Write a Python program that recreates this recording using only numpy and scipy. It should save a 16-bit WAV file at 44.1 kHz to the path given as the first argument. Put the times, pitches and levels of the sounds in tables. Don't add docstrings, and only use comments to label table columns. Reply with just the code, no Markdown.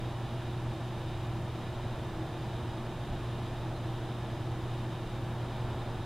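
import sys
import numpy as np
from scipy.fft import rfft, irfft, next_fast_len
from scipy.io import wavfile
from scipy.ndimage import map_coordinates

SR = 44100
rng = np.random.default_rng(int(sys.argv[2]) if len(sys.argv) > 2 else 0)


def store_pcm(level_fs):
    pcm = np.round(np.clip(level_fs, -1, 1) * 32767).astype(np.int16)
    wavfile.write(sys.argv[1], SR, np.atleast_2d(pcm).T)


N = 266937

MAINS_HZ, TOP_HZ = 59.977, 15800


def transformer(shake, flicker_db=1.27, flicker_rate=18, waver_db=1, split_hz=1500):
    # time_s, level_db
    hum_levels = [(0.0, -40), (0.29, -38.5), (0.4, -37), (1.08, -41.5), (1.37, -38), (1.48, -43),
                  (1.92, -37), (2.15, -42.0), (2.56, -39.0), (3.18, -43.0), (3.32, -37), (3.43, -41.0),
                  (4.86, -38.5), (5.0, -41), (5.41, -38), (5.52, -43.5), (5.63, -38.0), (6.05, -42.5)]
    # mains_multiple, level_db
    overtones = [(3, -59), (6, -51), (10, -62), (32, -74), (33, -78), (40, -76), (41, -72), (42, -77),
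                 (44, -76), (45, -80), (48, -79), (49, -79), (52, -79), (54, -76), (55, -75), (56, -76),
                 (58, -77), (60, -77), (61, -79), (63, -72), (65, -74), (69, -75), (75, -81), (79, -83)]
    # frequency_hz, level_db
    buzz_envelope = [(60, -75), (900, -75), (2000, -84), (3500, -82), (5000, -91), (7500, -97),
                     (11000, -100), (15500, -110)]
    hum_db = curves(hum_levels)[0] + flicker_db * wobble(flicker_rate)
    hum = amp(hum_db) * np.sqrt(2) * np.sin(2 * np.pi * 2 * MAINS_HZ * clock())
    multiples, strong_db = np.transpose(overtones)
    strong = np.round(multiples).astype(int)
    weak = np.setdiff1d(np.arange(3, int(TOP_HZ / MAINS_HZ)), strong)
    weak_db = along(buzz_envelope, weak * MAINS_HZ) + rng.uniform(-6, 5, len(weak))
    weak_db -= 3 * (weak % 2)
    buzz = mains_harmonics(strong, strong_db, smear_rad=2.26)
    buzz += mains_harmonics(weak, weak_db, smear_rad=1.8)
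    low_buzz = filtered(buzz, lambda hz: hz < split_hz)
    waver = unit(amp(waver_db * wobble(13)))
    return hum + low_buzz + (buzz - low_buzz) * shake * waver


def mains_harmonics(orders, db, smear_rad, size=8192):
    phase, lead = rng.standard_normal((2, len(orders)))
    apart = np.sign(lead) * np.arctan(orders * MAINS_HZ / 19000)
    spectrum = np.zeros((2, size // 2 + 1), complex)
    spectrum[:, orders] = amp(db) * np.exp(1j * (smear_rad * phase + np.array([apart, -apart])))
    cycle = irfft(spectrum) * size / np.sqrt(2)
    position = clock() * MAINS_HZ * size
    return np.array([np.interp(position, np.arange(size), channel, period=size) for channel in cycle])


def fan(throb, shaft_hz=40.42, split_hz=1600, flutter_rate=14):
    # frequency_hz, density_db
    air_spectrum = [(100, -88), (200, -71), (400, -75), (540, -75.5), (680, -74), (880, -74.5), (1050, -78),
                    (1600, -84.5), (1950, -88.5), (3300, -93), (4300, -100), (6000, -104), (9000, -109),
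                    (10700, -110), (15500, -118)]
    # time_s, gain_db
    draught_levels = [(0.0, 0.5), (0.62, -1), (0.97, -0.5), (1.5, -1), (1.61, 0.5), (5.14, -0.5),
                      (5.76, 2.5), (6.05, -1)]
    # centre_hz, width_hz, density_db
    cavity_modes = [(94.2, 14.4, -60), (109.4, 10.6, -60.5), (138.6, 12.4, -60.5), (232.3, 21.4, -69),
                    (329.2, 21, -67), (661, 32, -75.5), (796, 49, -77.5), (958, 21, -79.5)]
    # shaft_multiple, level_db, flutter_share
    blade_tones = [(4, -55, 0.22), (5, -65, 0.64), (8, -53, 0.43), (12, -67, 0.38)]
    air = noise(lambda hz: amp(along(air_spectrum, hz)))
    low_air = filtered(air, lambda hz: 1 / (1 + (hz / split_hz) ** 4))
    draught = amp(curves(draught_levels)[0])
    hollow = noise(lambda hz: resonances(cavity_modes, hz))
    tones = np.zeros(N)
    for multiple, db, flutter in blade_tones:
        carrier = np.exp(2j * np.pi * round(multiple) * shaft_hz * clock())
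        sway = 1 + flutter * (wobble(flutter_rate) + 1j * wobble(flutter_rate))
        tones += amp(db) * unit(throb * np.real(sway * carrier))
    return low_air * draught + (air - low_air) + hollow + tones


def chatter(shake, depth_db=1.5, gain_db=0.5):
    # centre_hz, width_hz, relative_density_db
    case_modes = [(1728, 30, -81), (1782, 18, -85), (2378, 45, -88), (2766, 45, -88), (2887, 40, -89),
                  (2966, 35, -85.5), (3034, 24, -87), (3086, 24, -88), (3208, 30, -85.5), (3291, 28, -89),
                  (3400, 45, -92), (3509, 45, -88.5), (3625, 48, -84.5), (3743, 68, -84), (3980, 42, -88.5),
                  (4069, 30, -92), (4200, 55, -96), (4480, 55, -96), (4778, 50, -98), (4945, 70, -94),
                  (5128, 35, -97)]
    pulsing = unit(amp(depth_db * np.cos(2 * np.pi * 2 * MAINS_HZ * clock())))
    return amp(gain_db) * shake * pulsing * noise(lambda hz: resonances(case_modes, hz))


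def turntable(glide_hz=15):
    # centre_s, pitch_hz, peak_db, half_length_s
    squeaks = [(3.762, 4110, -57, .016)]
    sound = np.zeros(N)
    for centre_s, pitch_hz, peak_db, half_length_s in squeaks:
        offset = (clock() - centre_s) / half_length_s
        phase = 2 * np.pi * np.cumsum(pitch_hz + glide_hz * np.tanh(offset)) / SR
        sound += amp(peak_db) * np.exp(-offset ** 2 / 2) * np.sin(phase)
    return sound


def thump(attack_s=0.0036):
    # start_s, pitch_hz, level_db, t60_s
    thump_tones = [(3.108, 30, -29.5, 0.24), (3.114, 98, -26.5, 0.1)]
    sound = np.zeros(N)
    for start_s, pitch_hz, level_db, t60_s in thump_tones:
        age = np.maximum(clock() - start_s, 0)
        envelope = amp(level_db - 60 * age / t60_s) * (1 - np.exp(-age / attack_s))
        sound += envelope * np.sin(2 * np.pi * pitch_hz * age)
    return sound


def night_air():
    # frequency_hz, density_db
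    hiss_spectrum = [(30, -86), (120, -92), (450, -99), (800, -100), (1400, -105), (2000, -103),
                     (4000, -104.5), (6300, -106), (7700, -109), (9200, -109), (12000, -115),
                     (15500, -119.7)]
    # frequency_hz, density_db
    rumble_spectrum = [(5, -85), (15, -64), (24, -59.5), (38, -70.5), (55, -63), (75, -67), (130, -71.5),
                       (200, -74.5), (500, -100), (2000, -130)]
    hiss = noise(lambda hz: amp(along(hiss_spectrum, hz)), side_db=0)
    return hiss + noise(lambda hz: amp(along(rumble_spectrum, hz)))


def each_cycle(first_s, width_s, change_db, cycle_hz=1.29):
    away_s = np.sin(np.pi * cycle_hz * (clock() - first_s)) / (np.pi * cycle_hz)
    bump = np.exp(-(away_s / width_s) ** 2 / 2)
    return change_db * (bump - bump.mean())


def resonances(modes, hz):
    powers = (amp(db) ** 2 / (1 + 2 * ((hz - centre) / width) ** 2) ** 2 for centre, width, db in modes)
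    return np.sqrt(sum(powers))


def noise(density, side_db=-24.5):
    mid, side = filtered(rng.standard_normal((2, N)) * np.sqrt(SR / 2), density)
    return mid + amp(side_db) * np.array([side, -side])


def filtered(x, response):
    size = next_fast_len(N + SR // 2)
    return irfft(rfft(x, size) * response(np.fft.rfftfreq(size, 1 / SR)), size)[..., :N]


def wobble(rate):
    return map_coordinates(rng.standard_normal(1024), [clock() * rate], mode="mirror")


def curves(rows):
    times, *columns = np.transpose(rows)
    return [np.interp(clock(), times, column) for column in columns]


def along(points, hz):
    frequencies, values = np.transpose(points)
    return np.interp(np.log(hz + 1), np.log(frequencies + 1), values)


def amp(db):
    return 10 ** (np.asarray(db) / 20)


def unit(x):
    return x / np.sqrt(np.mean(x ** 2) + 1e-20)


def clock():
    return np.arange(N) / SR


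def scene(unsteady_db=0.3, unsteady_rate=6):
    sag_db = each_cycle(first_s=0.63, width_s=0.075, change_db=-1.8)
    shake = amp(sag_db + unsteady_db * wobble(unsteady_rate))
    throb = amp(each_cycle(first_s=0.657, width_s=0.087, change_db=6.9))
    oven = transformer(shake) + chatter(shake) + fan(throb) + turntable()
    return oven + thump() + night_air()


def record(dry):
    # frequency_hz, left_minus_right_db
    balance = [(60, -1.0), (110, -0.5), (200, 0), (380, -0.5), (700, -0.5), (1290, -0.5), (2380, -0.5),
               (4400, -0.5), (8120, 0.0), (15000, 0.5)]
    return filtered(dry, lambda hz: amp(np.outer([.5, -.5], along(balance, hz))) * (hz < TOP_HZ))


dry = scene()
out = record(dry)
store_pcm(out)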